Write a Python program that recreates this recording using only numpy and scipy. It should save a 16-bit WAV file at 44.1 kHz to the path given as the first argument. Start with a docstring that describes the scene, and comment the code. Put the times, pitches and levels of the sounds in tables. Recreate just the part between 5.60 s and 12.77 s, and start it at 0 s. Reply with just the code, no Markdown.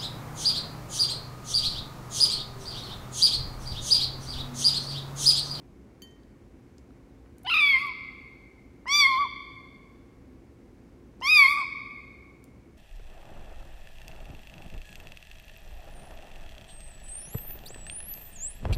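"""Three thin kitten meows ring out in a bare tiled room, over a faint rumble of ventilation.
Each meow is a buzz from the vocal folds that rises and falls in pitch as the mouth opens and shuts.
Before them, one light tap sets a china water bowl ringing; lips, tongue and claws add tiny clicks.
The hard floor and walls send the kitten's sounds and the tap back as echoes."""
import sys
import numpy as np
from scipy import signal
from scipy.fft import rfft, irfft, next_fast_len
from scipy.io import wavfile
from scipy.ndimage import uniform_filter1d

SR = 44100
rng = np.random.default_rng(int(sys.argv[2]) if len(sys.argv) > 2 else 0)


def bounce(signal):
    """Save signal as a 16-bit WAV file at the path given by the first command-line argument."""
    frames = np.transpose(np.atleast_2d(signal))
    limited = np.clip(frames, -1, 1)
    pcm = np.round(limited * 32767).astype(np.int16)
    wavfile.write(sys.argv[1], SR, pcm)


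N = 316329


def kitten(beam_miss_share=0.33):
    """Three meows, each sent two ways: straight to the listener, and toward the walls."""
    # each meow's tune, an arch and then a small lift behind the closed mouth: (time [s], pitch [Hz])
    tunes = [[(1.841, 703), (1.86, 735), (1.875, 964), (1.9, 1072), (1.899, 1365), (1.936, 1357),
              (1.945, 1244), (1.991, 1269), (2.011, 1179), (2.111, 1107), (2.166, 1040), (2.243, 1164),
              (2.325, 979)], [(3.257, 895), (3.281, 1038), (3.304, 1110), (3.336, 1157), (3.369, 1182),
                               (3.405, 1160), (3.463, 1059), (3.475, 1116), (3.519, 1057), (3.569, 1042),
                               (3.599, 1158), (3.637, 1129), (3.669, 929)], [(5.612, 854), (5.631, 1031), (5.656, 1071), (5.686, 1199),
                                                (5.717, 1266), (5.757, 1232), (5.795, 1152), (5.857, 1065),
                                                (5.923, 1184), (5.953, 1114), (5.977, 1202), (6.029, 1049),
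                                                (6.047, 954)]]
    # how each meow unfolds: (mouth wide at [s], starts closing at [s], narrowing time [s],
    # closing time [s], settling time [s], swell time [s], open level [dB], closed level [dB],
    # base roughness [0-1], pitch shake at full roughness [share], relative hiss [dB])
    meows = [(2.02, 2.171, 0.066, 0.02, 0.23, .04, -20, -36.5, 0.1, 0.034, 3),
             (3.343, 3.461, 0.055, 0.014, 0.29, 0.042, -16.5, -24.5, 0.08, 0.02, 6),
             (5.705, 5.833, 0.053, 0.093, .06, 0.071, -12, -30.5, 0.11, 0.036, 1)]
    # the mouth's resonances (the pitches it boosts) and the tilt from low to high overtones, per meow:
    # (parting jaw [Hz], wide jaw [Hz], parting tongue [Hz], wide tongue [Hz], lips [Hz],
    # wide lip boost [dB], narrow lip boost [dB], open tilt [dB/octave], closed tilt [dB/octave])
    mouths = [(3230, 2684, 5000, 4130, 10700, 7, 18.5, -2.5, -1),
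              (2300, 3180, 5450, 5140, 10530, -2.5, 32.5, -1, -2),
              (2815, 2775, 5730, 4680, 11040, 15.5, 31.5, -2.5, 0.5)]
    # narrow dips in the tone, one list per meow: (centre [Hz], width [Hz], depth [dB])
    notches = [
        [(1100, 89, -13.5), (4120, 350, -7.5), (5470, 800, -15), (7625, 1500, -9)],
        [(1210, 63, -10), (3566, 270, -3.5), (6710, 380, -14), (9700, 500, -5.5)],
        [(1246, 42, -11), (6100, 300, -3.5), (8700, 1900, -3)],
    ]
    # what the turning head sends to the walls, per meow:
    # (level [dB], treble change [dB], centre of the beamed band [Hz], its boost [dB])
    headings = [(-2, -10.5, 5300, 23), (-5.5, -6.5, 3200, 14.5), (-2.3, 5, 4700, -4.5)]
    direct, to_walls = np.zeros(N), np.zeros(N)
    for tune, call, mouth, dips, heading in zip(tunes, meows, mouths, notches, headings):
        *effort, jitter, hiss_db = call
        wall_db, treble_db, beam_hz, beam_db = heading
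        start_s = tune[0][0]
        cry = meow(voice_motion(tune, mouth, effort), dips, jitter, hiss_db)
        # a band beamed at the walls partly passes the listener by
        add(direct, start_s, head_turn(cry, 0, beam_hz, -beam_miss_share * beam_db))
        add(to_walls, start_s, from_db(wall_db) * head_turn(cry, treble_db, beam_hz, beam_db))
    return direct, to_walls


def meow(motion, dips, jitter, hiss_db, shimmer=0.35, rasp_db=-22.5, doubling=0.24, shut_db=-6):
    """The vocal folds buzz at whole multiples of the pitch (harmonics); the mouth boosts some of them."""
    # steady tone colour of throat and nose: (frequency [Hz], relative level [dB])
    throat = [(800, 9.6), (2300, 1.5), (3500, -10), (5000, -9.5), (6500, -10.5), (8000, -6), (11000, -13.5),
              (14000, -8.5), (16000, -18)]
    t, pitch, level_db, jaw_hz, tongue_hz, lip_hz, lip_db, tilt_db, rough = motion
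    # the pitch glides smoothly, and shakes when the voice is rough
    pitch = uniform_filter1d(pitch, size=80, mode="nearest") * (1 + 0.0012 * wobble(60, len(t)))
    pitch = pitch * (1 + jitter * rough * wobble(350, len(t)))
    harmonics = np.arange(1, 18)[:, None]
    hz = harmonics * pitch
    phase = 2 * np.pi * np.cumsum(hz, axis=1) / SR
    colour_db = at_hz(throat, hz) + tilt_db * np.log2(harmonics)
    # each resonance lifts the harmonics near it and shifts their waves in time
    resonances = [(jaw_hz, 1370, 27.1), (tongue_hz, 2430, 29.9), (lip_hz, 3530, lip_db)]
    for centre_hz, width_hz, boost_db in resonances:
        distance = 2 * (hz - centre_hz) / width_hz
        colour_db += boost_db / (1 + distance ** 2)
        phase -= np.arctan(2 * distance)
    for centre_hz, width_hz, depth_db in dips:
        colour_db += depth_db / (1 + (2 * (hz - centre_hz) / width_hz) ** 2)
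    # the shutting jaw muffles overtones but spares the lowest note
    shut = np.clip((1700 - jaw_hz) / 600, 0, 1)
    colour_db += shut * shut_db * (harmonics > 1) * (hz < 6500)
    # high overtones swell and fade, each on its own, as the head moves
    flicker = np.array([wobble(14, len(t)) for _ in harmonics])
    colour_db += 3.5 * np.clip(hz / 9000, 0, 1) ** 2 * flicker
    gains = from_db(colour_db) * (hz < SR * 0.45)
    gains /= np.sqrt(np.sum(gains ** 2, axis=0) / 2)  # same power whatever the colour
    voice = np.sum(gains * np.sin(phase), axis=0)
    # a rough voice trembles in loudness and alternates strong and weak cycles
    voice *= 1 + shimmer * rough * wobble(450, len(t))
    voice *= 1 + doubling * rough ** 2 * np.cos(np.pi * np.cumsum(pitch) / SR)
    # swirling air at the folds wraps each harmonic in noise, more so in the treble
    swirl = np.array([wobble(540, len(t)) for _ in harmonics])
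    breath = swirl * (from_db(rasp_db) + from_db(hiss_db) * (hz / lip_hz) ** 2)
    rasp = rough * np.sum(gains * breath * np.cos(phase), axis=0)
    fade = np.clip(np.minimum(t - t[0], t[-1] - t) / 0.011, 0, 1)
    return from_db(level_db) * fade * (voice + rasp)


def voice_motion(tune, mouth, effort, onset_s=0.012, release_s=0.04):
    """One meow over time: it swells as the mouth opens, drops as it closes and trails off."""
    wide_s, close_s, narrowing_s, closing_s, settling_s, swell_s, open_db, closed_db, base_rough = effort
    # hoarse stretches, where the voice cracks or runs out: (start [s], end [s], extra roughness [0-1])
    hoarse_spans = [(1.904, 2.003, .33), (5.967, 6.05, 0.14)]
    times, pitches = np.transpose(tune)
    t = np.arange(times[0], times[-1], 1 / SR)
    onset = np.exp(-(t - t[0]) / onset_s)
    closed = ramp(t, close_s, closing_s)
    release = ramp(t, t[-1] - release_s, release_s)
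    # the first meow warbles as it cracks upward and falls back
    warble_from_s, warble_to_s, warble_hz, warble_share = 1.7, 1.994, 38, 0.039
    warble = (t > warble_from_s) * (t < warble_to_s) * np.sin(2 * np.pi * warble_hz * (t - warble_from_s))
    pitch = np.interp(t, times, pitches) * (1 - warble_share * warble)
    # the voice is softer, duller and rougher at both ends
    swell_db = -28.5 * np.exp(-(t - t[0]) / swell_s)
    level_db = open_db + swell_db + (closed_db - open_db) * closed - 10.5 * release
    jaw_hz, tongue_hz, lip_hz, lip_db, tilt_db = mouth_shape(
        t, mouth, wide_s, close_s, narrowing_s, closing_s, settling_s)
    tilt_db -= 10.5 * onset + 5 * release
    hoarse = sum(extra * (t > start_s) * (t < end_s) for start_s, end_s, extra in hoarse_spans)
    rough = base_rough + 0.78 * onset + hoarse + 0.031 * closed + 0.2 * release
    # behind the closed mouth the overtones die away
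    closed_for_s = np.maximum(t - close_s - closing_s, 0)
    lip_db -= 70 * closed_for_s
    tilt_db -= 17 * closed_for_s
    return t, pitch, level_db, jaw_hz, tongue_hz, lip_hz, lip_db, tilt_db, rough


def mouth_shape(t, mouth, wide_s, close_s, narrowing_s, closing_s, settling_s):
    """The resonances move as the mouth parts, opens wide, sags, narrows, closes and settles to a hum."""
    parting_jaw_hz, wide_jaw_hz, parting_tongue_hz, wide_tongue_hz, lip_hz = mouth[:5]
    wide_lip_db, narrow_lip_db, open_tilt_db, closed_tilt_db = mouth[5:]
    # mouth shapes: (time [s], jaw [Hz], tongue [Hz], lip boost [dB], tilt [dB/octave])
    parted = (t[0], parting_jaw_hz, parting_tongue_hz, wide_lip_db + 10.5, open_tilt_db - 6.5)
    wide = (wide_s, wide_jaw_hz, wide_tongue_hz, wide_lip_db, open_tilt_db)
    sagged = (close_s - narrowing_s, wide_jaw_hz - 89.8, wide_tongue_hz - 196.4, *wide[3:])
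    narrow = (close_s, 2122, 4246, narrow_lip_db, open_tilt_db - 5.5)
    closed = (close_s + closing_s, 1610, 3995, 8, closed_tilt_db)
    humming = (close_s + closing_s + settling_s, 933, 4030, 4.5, closed_tilt_db + 1.5)
    times, *columns = np.transpose([parted, wide, sagged, narrow, closed, humming])
    jaw_hz, tongue_hz, lip_db, tilt_db = [np.interp(t, times, column) for column in columns]
    return jaw_hz, tongue_hz, lip_hz, lip_db, tilt_db


def head_turn(sound, treble_db, beam_hz, beam_db, treble_from_hz=3200, beam_width_hz=1000):
    """The mouth beams its treble, one band most of all, so the tone depends on where the head points."""
    treble = signal.sosfiltfilt(signal.butter(2, treble_from_hz, "high", fs=SR, output="sos"), sound)
    tilted = sound + (from_db(treble_db) - 1) * treble
    beam = signal.filtfilt(*signal.iirpeak(beam_hz, beam_hz / beam_width_hz, fs=SR), tilted)
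    return tilted + (from_db(beam_db) - 1) * beam


def bowl_tap(crack_db=-1, crack_s=0.006):
    """A light touch makes a short crack of noise and sets the china ringing."""
    # the bowl's ringing tones: (frequency [Hz], relative level [dB], time to fade by 60 dB [s])
    tones = [(1870, -17, 0.75), (3098, -1, 0.3), (4550, -2, 0.124), (6280, -1, 0.05), (6806, -9, 0.2),
             (10030, -12, .09), (12200, -11, 0.16), (13230, -14, .07), (14680, -14, .06)]
    t = np.arange(SR) / SR
    ring = sum(from_db(db - 60 * t / fade_s) * np.sin(2 * np.pi * hz * t) for hz, db, fade_s in tones)
    crack = np.diff(rng.standard_normal(len(t) + 1)) / 2 * np.exp(-t / crack_s)
    return ring + from_db(crack_db) * crack


def click(centre_hz, width_hz, decay_s=0.0015):
    """A tiny snap of lips, tongue or claw rings for an instant around one frequency."""
    t = np.arange(SR // 40) / SR
    snap = rng.standard_normal(len(t)) * np.exp(-t / decay_s)
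    feedback = np.exp(-2 * np.pi * width_hz / SR)
    angle = 2 * np.pi * centre_hz / SR
    resonance = [0.95, 0, -2.5, 1, -(1 + feedback) * np.cos(angle), feedback]
    sound = signal.sosfilt([resonance] * 2, snap)
    return sound / np.abs(sound).max()


def room(sound, build_up_s=0.004):
    """Tiles return a few clear echoes, then a wash of blurred ones whose treble dies first."""
    # first echoes from floor and walls: (delay [s], level [dB])
    echoes = [(.0023, -38.5), (.0061, -15.5), (0.0103, -10.5)]
    # the lingering wash: (frequency [Hz], level [dB], time to fade by 60 dB [s])
    wash = [(500, -32.5, 0.68), (1110, -9, 1.62), (2040, -6.5, 1.397), (3700, -16, 1.16), (4070, -12, 1.4),
            (6300, -9, 0.65), (9900, -3.5, 0.32), (15000, -20.5, .25)]
    t = np.arange(2 * SR) / SR
    freqs = np.fft.rfftfreq(len(t), 1 / SR)
    noise = rfft(rng.standard_normal(len(t)))
    edges_hz = np.geomspace(300, 18000, 19)
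    response = np.zeros(len(t))
    for low, high in zip(edges_hz, edges_hz[1:]):
        hz = np.sqrt(low * high)
        decay = from_db(-60 * t / at_hz(wash, hz, column=2)) * (1 - np.exp(-t / build_up_s))
        band = irfft(noise * (freqs >= low) * (freqs < high))
        response += from_db(at_hz(wash, hz)) * band * decay / np.linalg.norm(decay)
    for delay_s, db in echoes:
        add(response, delay_s, from_db([db]))
    return signal.fftconvolve(sound, response)[:N]


def ventilation(rumble_db=-52.5, hiss_db=-67.5, split_hz=700):
    """A duct rumbles, moving air hisses and the fan motor adds a wavering hum."""
    # tone colours of the duct and of the air: (frequency [Hz], relative level [dB])
    rumble_colour = [(12, -46), (20, -14.5), (49, -1.5), (70, -0.5), (91, -8.5), (125, -6), (151, -10),
                     (266, -4.5), (304, -13), (343, -4.5), (386, -12.5), (455, -13.5), (700, -25),
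                     (910, -54), (1540, -120)]
    hiss_colour = [(410, -32), (700, -2.5), (777, -2.5), (851, -6.5), (1030, -6), (1120, -6.5),
                   (1160, -9.5), (2010, -12.5), (2200, -10), (2380, -14.5), (3290, -21), (6310, -23.5),
                   (15700, -34)]
    # the fan motor's tones: (frequency [Hz], average level [dB])
    motor_tones = [(59.2, -64), (118.5, -66), (274.5, -64.5)]
    t = np.arange(N) / SR
    size = next_fast_len(N)
    freqs = np.fft.rfftfreq(size, 1 / SR)
    noise = rfft(rng.standard_normal(size))
    rumble = rms_one(irfft(noise * from_db(at_hz(rumble_colour, freqs)) * (freqs < split_hz))[:N])
    hiss = rms_one(irfft(noise * from_db(at_hz(hiss_colour, freqs)) * (freqs >= split_hz))[:N])
    hum = sum(from_db(db) * np.sqrt(2) * np.sin(2 * np.pi * hz * t + 2.3 * wobble(4, N))
              for hz, db in motor_tones)
    return from_db(rumble_db) * rumble + from_db(hiss_db) * hiss + hum


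def from_db(db):
    """Turn decibels into a number to multiply a sound by."""
    return 10 ** (np.asarray(db) / 20)


def rms_one(x):
    """Scale a signal so that its average size (root mean square) is 1."""
    return x / np.sqrt(np.mean(x ** 2) + 1e-20)


def at_hz(table, hz, column=1):
    """Read between a table's rows at any frequency, with octaves evenly spaced."""
    table = np.array(table)
    return np.interp(np.log(hz + 1e-9), np.log(table[:, 0]), table[:, column])


def add(track, start_s, sound):
    """Mix a sound into a track at the given time."""
    start = int(round(start_s * SR))
    track[start:start + len(sound)] += sound[:len(track) - start]


def wobble(hz, size):
    """A random wander of average size 1, mostly slower than hz."""
    padded = next_fast_len(2 * size)
    freqs = np.fft.rfftfreq(padded, 1 / SR)
    noise = rfft(rng.standard_normal(padded))
    return rms_one(irfft(noise / (1 + (freqs / hz) ** 4))[:size])


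def ramp(t, start_s, length_s):
    """Rise from 0 to 1 along a straight line."""
    return np.clip((t - start_s) / length_s, 0, 1)


def scene(small_sounds_to_walls_db=-3.5):
    """Kitten and bowl close by, with the room's echoes and the ventilation around them."""
    # clicks of lips, tongue and claws: (time [s], peak level [dB], centre [Hz], width [Hz])
    clicks = [(.473, -59, 5500, 2000), (.510, -59, 6500, 2500), (.634, -56, 4000, 2500),
              (1.182, -47.5, 6400, 3500), (1.305, -51, 1400, 1600), (1.661, -49, 1690, 2000),
              (1.783, -45, 10000, 9000), (1.833, -46.5, 11860, 9000), (1.85, -42.5, 3923, 3400),
              (3.257, -33, 1061, 596), (3.281, -32, 2350, 1100), (3.280, -40, 8660, 2505),
              (5.612, -36, 950, 500), (5.605, -52.5, 6000, 4420), (5.612, -44, 5960, 4003),
              (6.841, -45.5, 9500, 10900)]
    # the tap on the bowl: (time [s], gain [dB])
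    taps = [(0.42, -47)]
    small_sounds = np.zeros(N)
    for start_s, db, centre_hz, width_hz in clicks:
        add(small_sounds, start_s, from_db(db) * click(centre_hz, width_hz))
    for start_s, db in taps:
        add(small_sounds, start_s, from_db(db) * bowl_tap())
    meows, to_walls = kitten()
    to_walls += from_db(small_sounds_to_walls_db) * small_sounds
    return (meows + small_sounds + room(to_walls) + ventilation())[None]


def record(dry, lowest_hz=36, highest_hz=15850):
    """The microphone drops the deepest bass, and the highest treble is cut steeply."""
    thin = signal.sosfilt(signal.butter(6, lowest_hz, "high", fs=SR, output="sos"), dry)
    return signal.sosfilt(signal.ellip(12, 0.1, 80, highest_hz, fs=SR, output="sos"), thin)


dry = scene()
out = record(dry)
bounce(out)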